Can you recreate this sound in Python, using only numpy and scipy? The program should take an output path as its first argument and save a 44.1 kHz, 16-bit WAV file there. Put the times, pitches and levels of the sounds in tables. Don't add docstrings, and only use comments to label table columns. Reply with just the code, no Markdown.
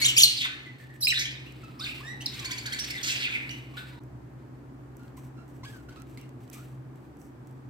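import sys
import numpy as np
from scipy import signal
from scipy.io import wavfile
from scipy.ndimage import uniform_filter1d, map_coordinates

SR = 44100
rng = np.random.default_rng(int(sys.argv[2]) if len(sys.argv) > 2 else 0)


def unload_audio(sound):
    columns = np.transpose(np.atleast_2d(sound))
    steps = np.round(np.clip(columns, -1, 1) * 32767)
    wavfile.write(sys.argv[1], SR, steps.astype(np.int16))


def makeup_ratio(level_db):
    decades = np.asarray(level_db, float) / 20
    return 10 ** decades


N = 339129
CHANGE_S = 3.998


def unit(x):
    return x / np.sqrt(np.mean(x ** 2))


def band(x, hz, width):
    return signal.lfilter(*signal.iirpeak(hz, hz / width, SR), x)


def walk(rate, size):
    hold = max(int(SR / rate), 1)
    steps = np.repeat(rng.standard_normal(size // hold + 1), hold)
    return 1.317 * uniform_filter1d(uniform_filter1d(steps, hold), hold)[:size]


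def curve(rows, t):
    s, *columns = np.transpose(rows)
    return [np.interp(t, s, c) for c in columns]


def syrinx(rough, second_db, fall_db, rows, puff):
    t = np.arange(rows[0][0] - .002, rows[-1][0] + 0.0031 + 0.018 * rough, 1 / SR)
    hz, db = curve(rows, t)
    size = len(t)
    wavering_hz = uniform_filter1d(hz, size=SR // 500) * (1 + .012 * walk(150, size))
    phase = 2 * np.pi * np.cumsum(wavering_hz) / SR
    stack = 0
    for k in range(1, 7):
        smear = min(rough * (0.4 + .9 * k), 1)
        spread = hz.mean() * (.12 + .7 * rough ** 2) * k ** 0.64
        blur = walk(spread, size) * np.sin(k * phase) + walk(spread, size) * np.cos(k * phase)
        partial = np.sqrt(1 - smear) * np.sin(k * phase) + np.sqrt(smear / 2) * blur
        partial_db = (k > 1) * (second_db + fall_db * (k - 2))
        stack = stack + partial * makeup_ratio(partial_db) * (k * hz < 15300)
    pulse_phase = 2 * np.pi * np.cumsum(260 * (1 + 0.3 * walk(79.9, size))) / SR
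    pulses = 1 + .8 * rough * np.sin(pulse_phase)

    hiss = unit(band(band(rng.standard_normal(size), 4500, 8000), 4500, 8000))
    air = makeup_ratio(-16.5 + 0.46 * second_db + 10 * rough) * hiss
    above_voice = signal.butter(4, 0.85 * hz.min(), "high", fs=SR, output="sos")
    air = signal.sosfilt(above_voice, air)
    air = air * (1 + puff * np.exp(-((t - t[0] - .008) / 0.0053) ** 2))

    opening = (t - t[0]) / (0.0012 + 0.0039 * rough)
    closing = (t[-1] - t) / (0.0017 + 0.011 * rough)
    edges = np.clip(np.minimum(opening, closing), 0, 1)
    ragged = makeup_ratio(5 * rough * walk(70, size))
    return np.sqrt(2) * makeup_ratio(db) * edges * pulses * ragged * (stack + air)


def add(out, x, s, lag):
    for side, shift in enumerate((lag / 2, -lag / 2)):
        start = max(int(s * SR + shift), 0)
        out[side, start:start + len(x)] += makeup_ratio(-.13 * shift) * x[:N - start]


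def birds(calls):
    out = np.zeros((2, N))
    for voice, rows in calls:
        puff = voice.get("puff", 2.2)
        sound = syrinx(voice["rough"], voice["second_db"], voice["fall_db"], rows, puff)
        add(out, sound, rows[0][0] - .002, voice["lag"])
    return out


def contours(notes, peak, glided, onset_db, fade_db, **voice):
    calls = []
    for s, length, first, last, db in notes:
        onset = (s, first, db + onset_db)
        top = (s + peak * length, first + glided * (last - first), db)
        calls.append((voice, [onset, top, (s + length, last, db + fade_db)]))
    return calls


def sung(tables):
    return sum((contours(notes, **way) for notes, way in tables), [])


SHRILL = dict(rough=0.06, second_db=1.5, fall_db=-5.5, lag=-8.4, puff=1.5)
ROUNDED = dict(rough=0.22, second_db=3, fall_db=-13.5, lag=-8.4, puff=0)
SHOUT = dict(rough=.4, second_db=-9.5, fall_db=-5, lag=-8,
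             peak=0.58, glided=0.77, onset_db=2.5, fade_db=-11.5)
# (time [s], pitch [Hz], level [dB])
SHRILL_CALLS = [
    [(.016, 2200, -33.5), (.022, 2223, -26.5), (.032, 2130, -24), (.042, 2300, -30)],
    [(.167, 2725, -25), (.171, 2355, -30), (.176, 2450, -18.5), (.18, 2910, -14), (.185, 3310, -18),
     (.193, 3660, -19), (.203, 2840, -24.5)],
    [(.208, 3290, -25), (.214, 2750, -24)],
]
# (time [s], pitch [Hz], level [dB])
ROUNDED_CALL = [(.045, 2720, -27.5), (0.053, 3290, -20), (.06, 3800, -21.5), (0.069, 3440, -25.5),
                (0.071, 3050, -28.5)]
# (time [s], length [s], first pitch [Hz],
# # last pitch [Hz], level [dB])
SHOUTS = [(0.08, 0.034, 3000, 3100, -25.5), (.002, 0.067, 4000, 3800, -37.5),
          (.221, 0.012, 6300, 5400, -18), (.233, .028, 4500, 4000, -15.5), (.2, .03, 4400, 2750, -23.5),
          (.235, .06, 2900, 2850, -30)]


def near_bird():
    shrieks = [(SHRILL, rows) for rows in SHRILL_CALLS]
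    return birds(shrieks + [(ROUNDED, ROUNDED_CALL)] + contours(SHOUTS, **SHOUT))


RASPED = dict(rough=0.49, second_db=1, fall_db=-10, lag=2.8, puff=0)
CLACK = dict(rough=0.044, second_db=-19.5, fall_db=-15, lag=3, puff=9)
PIPING = dict(rough=0.078, second_db=-6, fall_db=-7.5, lag=3, puff=0)
SLIDING = dict(rough=0.15, second_db=-10.5, fall_db=-6.5, lag=6, puff=0)
# (time [s], pitch [Hz], level [dB])
RASPED_CALL = [(1.008, 5300, -41), (1.013, 5760, -37.5), (1.019, 5200, -41)]
# (time [s], pitch [Hz], level [dB])
CLACK_CALL = [(2.2609, 5240, -24.5), (2.263, 4210, -25.5)]
# (time [s], pitch [Hz], level [dB])
PIPING_CALLS = [
    [(1.02, 4150, -34), (1.024, 3980, -28.5), (1.031, 4010, -21.5), (1.039, 5080, -24), (1.046, 4650, -25),
     (1.053, 5190, -20.5), (1.06, 5118, -33)],
    [(1.077, 4130, -26), (1.088, 3950, -19.5), (1.1, 3975, -38)],
]
# (time [s], pitch [Hz], level [dB])
SLIDING_CALLS = [
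    [(1.069, 3490, -32), (1.072, 2500, -16), (1.076, 2480, -34)],
    [(1.103, 3140, -23.5), (1.108, 2826, -20), (1.116, 2673, -26.5), (1.127, 1850, -27.5)],
    [(1.133, 1840, -33), (1.139, 1430, -35.5), (1.146, 1630, -49)],
]


def middle_bird():
    pipes = [(PIPING, rows) for rows in PIPING_CALLS]
    slides = [(SLIDING, rows) for rows in SLIDING_CALLS]
    return birds([(RASPED, RASPED_CALL), (CLACK, CLACK_CALL)] + pipes + slides)


FLUTED = dict(rough=0.2, second_db=-13, fall_db=-10, lag=9.6)
CLEAR = dict(rough=0.18, second_db=-7.5, fall_db=-9, lag=1.8,
             peak=0.4, glided=0.63, onset_db=2, fade_db=-1)
SOFT = dict(rough=0.276, second_db=-29, fall_db=-75, lag=3.9,
            peak=0.27, glided=0.626, onset_db=1.5, fade_db=-7.5)
HUSKY = dict(rough=0.52, second_db=-17.5, fall_db=-5.5, lag=9, puff=0.85,
             peak=0.39, glided=0.53, onset_db=7, fade_db=6)
HOARSE = dict(rough=.85, second_db=-15.5, fall_db=-18.5, lag=10, puff=.7,
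              peak=0.62, glided=0.6, onset_db=-2.5, fade_db=-8.5)
SWELLING = dict(rough=.55, second_db=-38, fall_db=-19, lag=8.9, puff=0,
                peak=.7, glided=0.62, onset_db=-4, fade_db=-9)
WHISTLED = dict(rough=0.078, second_db=-13, fall_db=-2.5, lag=2, puff=0,
                peak=0.48, glided=.75, onset_db=-11, fade_db=-8.5)
CHIPPED = dict(rough=0.23, second_db=-10, fall_db=-12, lag=9, puff=1,
               peak=0.285, glided=0.88, onset_db=6, fade_db=-7)
CHATTY = dict(rough=0.16, second_db=4.5, fall_db=-5.5, lag=9, puff=4.2,
              peak=0.5, glided=.65, onset_db=-4, fade_db=-4)
# (time [s], pitch [Hz], level [dB])
FLUTED_CALL = [(1.793, 5500, -53), (1.798, 5284, -38.5), (1.808, 3533, -39), (1.818, 3645, -36),
               (1.834, 4720, -45), (1.838, 4560, -39), (1.848, 3664, -34.5), (1.858, 2500, -40)]
# (time [s], length [s], first pitch [Hz], last pitch [Hz], level [dB])
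CLEAR_NOTES = [(1.635, 0.058, 1305, 1318, -56), (1.797, 0.069, 1141, 1720, -49.5),
               (2.005, 0.024, 966, 1310, -53), (2.207, 0.021, 2774, 3100, -42.5),
               (2.4, 0.0655, 1206, 1037, -54.5), (2.485, 0.078, 1060, 993, -57.5),
               (3.925, 0.078, 986, 946, -62)]
SOFT_NOTES = [(.5, 0.1, 1877, 1757, -50), (.66, 0.061, 2076, 1978, -51), (.8, 0.052, 1777, 1787, -52),
              (.9, 0.058, 1896, 1847, -52), (1.352, 0.026, 3600, 3670, -48.5),
              (1.46, 0.043, 2487, 2880, -52), (1.61, 0.019, 2200, 2255, -53.5), (2.05, 0.19, 819, 868, -62),
              (2.8, 0.036, 5580, 5700, -34)]
HUSKY_NOTES = [(.415, 0.036, 3560, 3570, -39), (1.14, 0.03, 3450, 3940, -35.5),
               (1.18, .025, 3750, 3767, -37), (1.175, 0.045, 1650, 2265, -40),
               (1.86, 0.035, 2294, 2570, -42), (1.91, 0.059, 2870, 2760, -55),
               (2.41, 0.067, 2390, 2300, -55), (2.53, 0.079, 2300, 2270, -59),
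               (2.665, 0.108, 1683, 1770, -50), (2.905, 0.076, 2300, 1960, -44.5),
               (2.965, 0.017, 4610, 3450, -44), (3.92, 0.075, 3850, 3850, -71),
               (1.94, .04, 2850, 2750, -56)]
HOARSE_NOTES = [(.27, 0.1, 4180, 4730, -38.5), (.41, .05, 2472, 1800, -36.5), (.29, .1, 2900, 2703, -37.5),
                (.365, 0.1, 4600, 1850, -34.5), (1.19, 0.059, 5350, 5780, -33),
                (3.03, .105, 4117, 4720, -35.5), (3.03, 0.13, 1720, 2203, -42.5),
                (3.03, 0.1, 6200, 6640, -34), (3.04, 0.2, 2820, 2807, -39.5),
                (3.135, 0.28, 4600, 2415, -43.5), (3.2, 0.017, 4570, 4600, -38.5),
                (3.205, 0.039, 2198, 2860, -35.5), (3.29, 0.016, 3380, 4110, -60),
                (3.25, 0.25, 1616, 1520, -54), (3.79, 0.047, 1613, 1515, -53.5)]
SWELLING_NOTES = [(3.742, .03, 2600, 2500, -54), (3.77, .018, 3300, 4000, -46.5),
                  (3.767, 0.022, 1550, 1500, -41.5), (3.78, 0.0153, 3000, 2400, -49),
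                  (3.325, 0.0507, 2500, 2150, -31.5), (3.37, 0.088, 2200, 2200, -40.5),
                  (3.1, 0.029, 3800, 3100, -45.5), (3.225, 0.054, 3100, 1800, -35)]
WHISTLES = [
    (2.035, .1, 1704, 1958, -38.5),
]
CHIPS = [(3.498, 0.013, 2750, 2950, -40), (3.508, 0.037, 2980, 2950, -42), (3.2, .012, 4800, 3700, -52),
         (3.53, .035, 2500, 2050, -53), (2.5, 0.0715, 1500, 1900, -50.5), (3.2, 0.036, 1400, 1700, -57),
         (3.74, .02, 1180, 1100, -55), (3.5, 0.073, 1850, 1980, -62), (3.1, .035, 2600, 2400, -60),
         (1.255, 0.027, 2950, 3400, -39), (1.31, 0.033, 2400, 2500, -45.5)]
# (time [s], length [s], top pitch [Hz], level [dB])
CHATTER = [(2.335, 0.014, 2240, -49), (2.391, 0.015, 2520, -45.5), (2.446, 0.019, 2330, -39.5),
           (2.509, 0.022, 2550, -40.5), (2.576, 0.019, 2447, -42), (2.657, 0.015, 2370, -42),
           (2.723, .022, 2367, -37.5), (2.787, 0.015, 2950, -38), (2.839, .011, 2600, -41.5),
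           (2.9, 0.013, 2730, -38.5)]


def flock():
    chatter = [(s, length, 1500, top, db) for s, length, top, db in CHATTER]
    kinds = [(CLEAR_NOTES, CLEAR), (SOFT_NOTES, SOFT), (HUSKY_NOTES, HUSKY), (HOARSE_NOTES, HOARSE),
             (SWELLING_NOTES, SWELLING), (WHISTLES, WHISTLED), (CHIPS, CHIPPED), (chatter, CHATTY)]
    return birds([(FLUTED, FLUTED_CALL)] + sung(kinds))


def stick_resonances():
    """Placeholder name for the wood's modes is not needed: see stick()."""


# (frequency [Hz], width [Hz], level [dB])
STICK = [(2300, 880, 14.5), (4600, 1400, 8), (5970, 820, 3.5), (7920, 700, 5), (9780, 580, 7),
         (13100, 850, 3), (15000, 4700, -7)]


def stick(top, body):
    out = 0
    for k, (hz, width, db) in enumerate(STICK):
        drive = body if k < 2 else top
        out = out + (-1) ** k * makeup_ratio(db) * band(drive, hz, width)
    return out


# (time [s], peak level [dB], body 1.5-4 kHz minus top [dB], left minus right [dB])
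TICKS = [(1.522, -55, -31, -18), (2.2213, -42, -2.5, 5), (3.4927, -48, 9, -13), (4.036, -57.5, -19, -5),
         (4.9681, -49, -27, 7), (4.9944, -61.5, -6.5, 4.5), (5.033, -58, -9, 4), (5.08, -61, -1, 5),
         (5.19, -63, -5, -1), (5.4794, -60.5, -14, -7.5), (5.6361, -59.5, -5, 1), (5.7294, -63, -11, -6.5),
         (5.891, -62, -2, -3), (5.96, -64, 4, -15), (5.999, -56, -12, -3), (6.0191, -50, -11.5, -17),
         (6.096, -61.5, -17.5, -20), (6.174, -48, -2.5, -11), (6.2128, -53, -9.5, -19),
         (6.2916, -59, -10, -20.5), (6.4774, -61, -4.5, -17), (6.4994, -50, -14, -23.5),
         (6.532, -46, -37, -19), (6.9572, -59, -15, 4), (7.1688, -58.5, -16, -5),
         (7.216, -58, -15.5, -16.5), (7.4715, -54, -13, -8), (7.5103, -56.5, -19, -7)]
# (time [s], length [s], level [dB], body minus top [dB])
TEAR = [(0.782, 0.036, -59.5, -5), (0.936, .03, -66, -21), (4.382, 0.059, -79.5, 5.5),
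        (4.54, .05, -76, -3.5), (4.961, 0.14, -70, -11), (5.166, 0.088, -57, -11.5),
        (5.48, 0.12, -65.5, -11), (5.645, 0.025, -57.5, -1), (5.681, 0.13, -59.5, -10),
        (5.884, 0.017, -66, -9), (5.899, 0.15, -75.5, 5), (5.944, 0.0067, -70, -4),
        (6.066, 0.13, -64.5, -7.5), (6.168, 0.096, -71, 2), (6.402, 0.13, -64, -7), (6.512, .015, -61, -3),
        (6.527, 0.03, -48, -12.5), (6.568, 0.052, -59, -8), (6.63, 0.1, -63, -7.5), (6.95, .1, -68.5, -7),
        (7.184, 0.091, -61, -27), (7.46, 0.096, -69.5, -13.5)]
# (time [s], level [dB])
STIR = [(0, -41), (.72, -72), (.8, -74.5), (1.5, -65), (1.78, -67.5), (1.87, -50), (2.0, -57), (2.19, -70),
        (2.3, -54), (2.75, -54), (3.2, -52), (3.5, -60.5), (3.6, -63), (3.73, -68), (3.79, -54),
        (3.85, -63.5), (4.0, -67)]


def gnawing():
    t = np.arange(N) / SR
    top, body = np.zeros((2, N)), np.zeros((2, N))
    snap = np.exp(-np.arange(120) / 164.0)
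    for s, db, body_db, pan_db in TICKS:
        port_db = db + 1.0 + np.array([[pan_db], [-pan_db]]) / 2
        burst = makeup_ratio(port_db) * snap * rng.standard_normal(120)
        at = slice(int(s * SR), int(s * SR) + 120)
        top[:, at], body[:, at] = burst, burst * makeup_ratio(body_db)

    struck = rng.random((2, N)) < 7000 / SR
    strength = makeup_ratio(np.minimum(1.8 * rng.exponential(size=(2, N)), 6))
    breaks = struck * strength * rng.standard_normal((2, N))
    breaks = unit(breaks + .6 * breaks[::-1]) * makeup_ratio(2.5 * walk(90, N))

    pull = (t < CHANGE_S) * makeup_ratio(curve(STIR, t)[0])
    pull_body = pull * makeup_ratio(1.0)
    for s, length, db, body_db in TEAR:
        at = slice(int(s * SR), int(s * SR) + SR // 2)
        age = t[at] - s
        thinning_db = 4.65 * np.clip(age / length, 0, 1) + 280 * np.clip(age - length, 0, 1)
        shape = np.clip(age / 0.0033, 0, 1) * makeup_ratio(db - thinning_db)
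        pull[at] += shape
        pull_body[at] += shape * makeup_ratio(body_db)
    return stick(top + pull * breaks, body + pull_body * breaks)


PEEPY = dict(rough=0.332, second_db=-10.5, fall_db=-4, lag=4.5, puff=1.8,
             peak=0.297, glided=0.402, onset_db=-4, fade_db=-8.5)
REEDY = dict(rough=0.16, second_db=-4, fall_db=-3, lag=4.5, puff=2,
             peak=0.392, glided=.8, onset_db=0.5, fade_db=-1)
# (time [s], length [s], first pitch [Hz], last pitch [Hz], level [dB])
PEEPS = [(4.995, 0.077, 1400, 1400, -60), (5.17, 0.024, 1026, 1067, -58), (5.37, 0.075, 1362, 1364, -58),
         (5.7, 0.024, 1710, 1726, -53), (5.722, 0.089, 1663, 1400, -54), (5.888, 0.019, 1450, 1510, -52),
         (5.92, 0.029, 1500, 1520, -56), (5.96, 0.066, 1242, 1327, -53), (6.175, 0.016, 2035, 2254, -53),
         (6.18, 0.094, 2875, 2780, -61), (6.22, .06, 2150, 2150, -65.5), (6.53, 0.0251, 2650, 2330, -56),
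         (6.545, 0.059, 1178, 1220, -52), (6.59, 0.049, 1380, 1440, -58)]
# (time [s], length [s], first pitch [Hz], last pitch [Hz], level [dB])
REEDY_PEEPS = [
    (5.634, 0.0214, 1017, 1132, -50.5),
    (5.65, 0.048, 1500, 1700, -54),
]


def gnawer_peeps():
    return birds(sung([(PEEPS, PEEPY), (REEDY_PEEPS, REEDY)]))


def ledge(x):
    return np.array([port + makeup_ratio(-6.5) * np.roll(port, lag) for port, lag in zip(x, (83, 131))])


# (frequency [Hz], decay by 60 dB [s], level [dB])
ROOM = [(731, 0.87, -6), (1400, 0.77, -6), (2000, 0.87, -7.5), (2650, 0.5, -3), (3400, 0.42, 1.5),
        (4450, 0.35, -7.5), (6230, 0.35, 1.5), (8870, 0.33, 4), (13130, 0.31, -5)]


def room(x, lag):
    t = np.arange(int(1.2 * SR)) / SR
    rise = np.clip((t - .003) / 0.0026, 0, 1)
    tail = 0
    for hz, t60, db in ROOM:
        ring = band(rng.standard_normal((2, len(t))), hz, .5 * hz) / np.sqrt(hz)
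        tail = tail + makeup_ratio(db - 60 * t / t60) * ring
    tail = rise * (tail + .25 * tail[::-1])
    tail = np.array([np.roll(tail[0], lag), tail[1]])
    tail = tail / np.sqrt(np.sum(tail ** 2) / 2) / 2
    flutter = 8e-5 * SR * walk(200, N)
    wavering = map_coordinates(x[0], [np.arange(N) + flutter], order=1)
    return signal.fftconvolve(wavering[None], tail, axes=1)[:, :N]


# (frequency [Hz], level [dB per Hz])
HUSH = [(25, -47), (33, -45), (45, -25.5), (70, -16), (95, -22), (150, -13), (206, -26.5), (263, -7),
        (400, -30), (734, -28), (1740, -38.5), (2840, -54), (3500, -54.5), (6000, -55), (9000, -54),
        (16000, -63)]
# (time [s], level [dB])
DUCK = [(0, 3.5), (.3, -1.5), (.55, -3), (.95, -4), (1.3, -2), (1.7, -0.5), (2.3, 1), (3.2, 1.5),
        (3.7, -0.5), (7.69, -1)]
# (frequency [Hz], width [Hz], steady level [dB], wobbling level [dB])
HUM = [(64.1, 3, -14, -14), (119.4, 9, -28, -5), (130, 2.9, -0.5, -8), (235.6, 35, -21.5, -17)]
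# (time [s], level [dB])
SWELL = [(0.0, -44), (0.41, -50.5), (2.93, -45), (3.08, -49), (6.87, -46.5), (7.13, -52), (7.69, -47)]


def house():
    t = np.arange(N) / SR
    out, swell = 0, walk(1.0, N)
    hush_hz, hush_db = np.transpose(HUSH)
    for hz in 25 * 2 ** np.arange(0, 9.4, .5):
        mid, side = band(band(rng.standard_normal((2, N)), hz, .5 * hz), hz, .5 * hz)
        db = np.interp(np.log(hz), np.log(hush_hz), hush_db) + 0.26 * swell + 0.24 * walk(2.1, N)
        width = np.clip(hz / 650, .22, 1)
        out = out + makeup_ratio(db) * (mid + width * side * np.array([[1], [-1]]))
    out = unit(out) * makeup_ratio(-48 + curve(DUCK, t)[0])
    beat = makeup_ratio(curve(SWELL, t)[0])
    for hz, width, steady_db, wobble_db in HUM:
        line = np.sqrt(2) * np.sin(2 * np.pi * hz * t + 2.1 * walk(0.99, N))
        wobble = unit(band(band(rng.standard_normal(N), hz, width), hz, width))
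        out = out + beat * (makeup_ratio(steady_db) * line + makeup_ratio(wobble_db) * wobble)
    return np.array([np.roll(out[0], 10), out[1]])


def scene():
    near, middle, far = near_bird(), middle_bird(), flock()
    wood, peeps = gnawing(), gnawer_peeps()
    t = np.arange(N) / SR
    before = t < CHANGE_S
    wood_to_room = makeup_ratio(-4.5) * wood
    near_tail = room(makeup_ratio(-2) * near, -8)
    far_tail = room(middle + makeup_ratio(2) * far + wood_to_room, 9)
    toy_tail = room(makeup_ratio(-10) * peeps + wood_to_room * ~before, 9)
    tails = before * (near_tail + far_tail) + toy_tail
    dip = np.clip(np.abs(t - CHANGE_S) / 0.0097, .1, 1)
    return dip * (ledge(near + middle + far + peeps) + wood + tails + house())


def low_pass(x):
    return signal.sosfilt(signal.butter(12, 16300, fs=SR, output="sos"), x)


# (frequency [Hz], width [Hz], left share added [1], right share added [1])
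PORT = [(6200, 2000, -0.42, -0.063), (9705, 2030, -0.61, -1.2), (12100, 620, 0.086, 0.25)]


def record(dry):
    mix = 2 * np.tanh(dry / 2)
    for hz, width, *share in PORT:
        mix = mix + np.clip(share, -1, 2)[:, None] * band(mix, hz, width)
    mix = signal.sosfilt(signal.ellip(8, .5, 60, 15900, fs=SR, output="sos"), mix)
    return low_pass(mix)


dry = scene()
out = record(dry)
unload_audio(out)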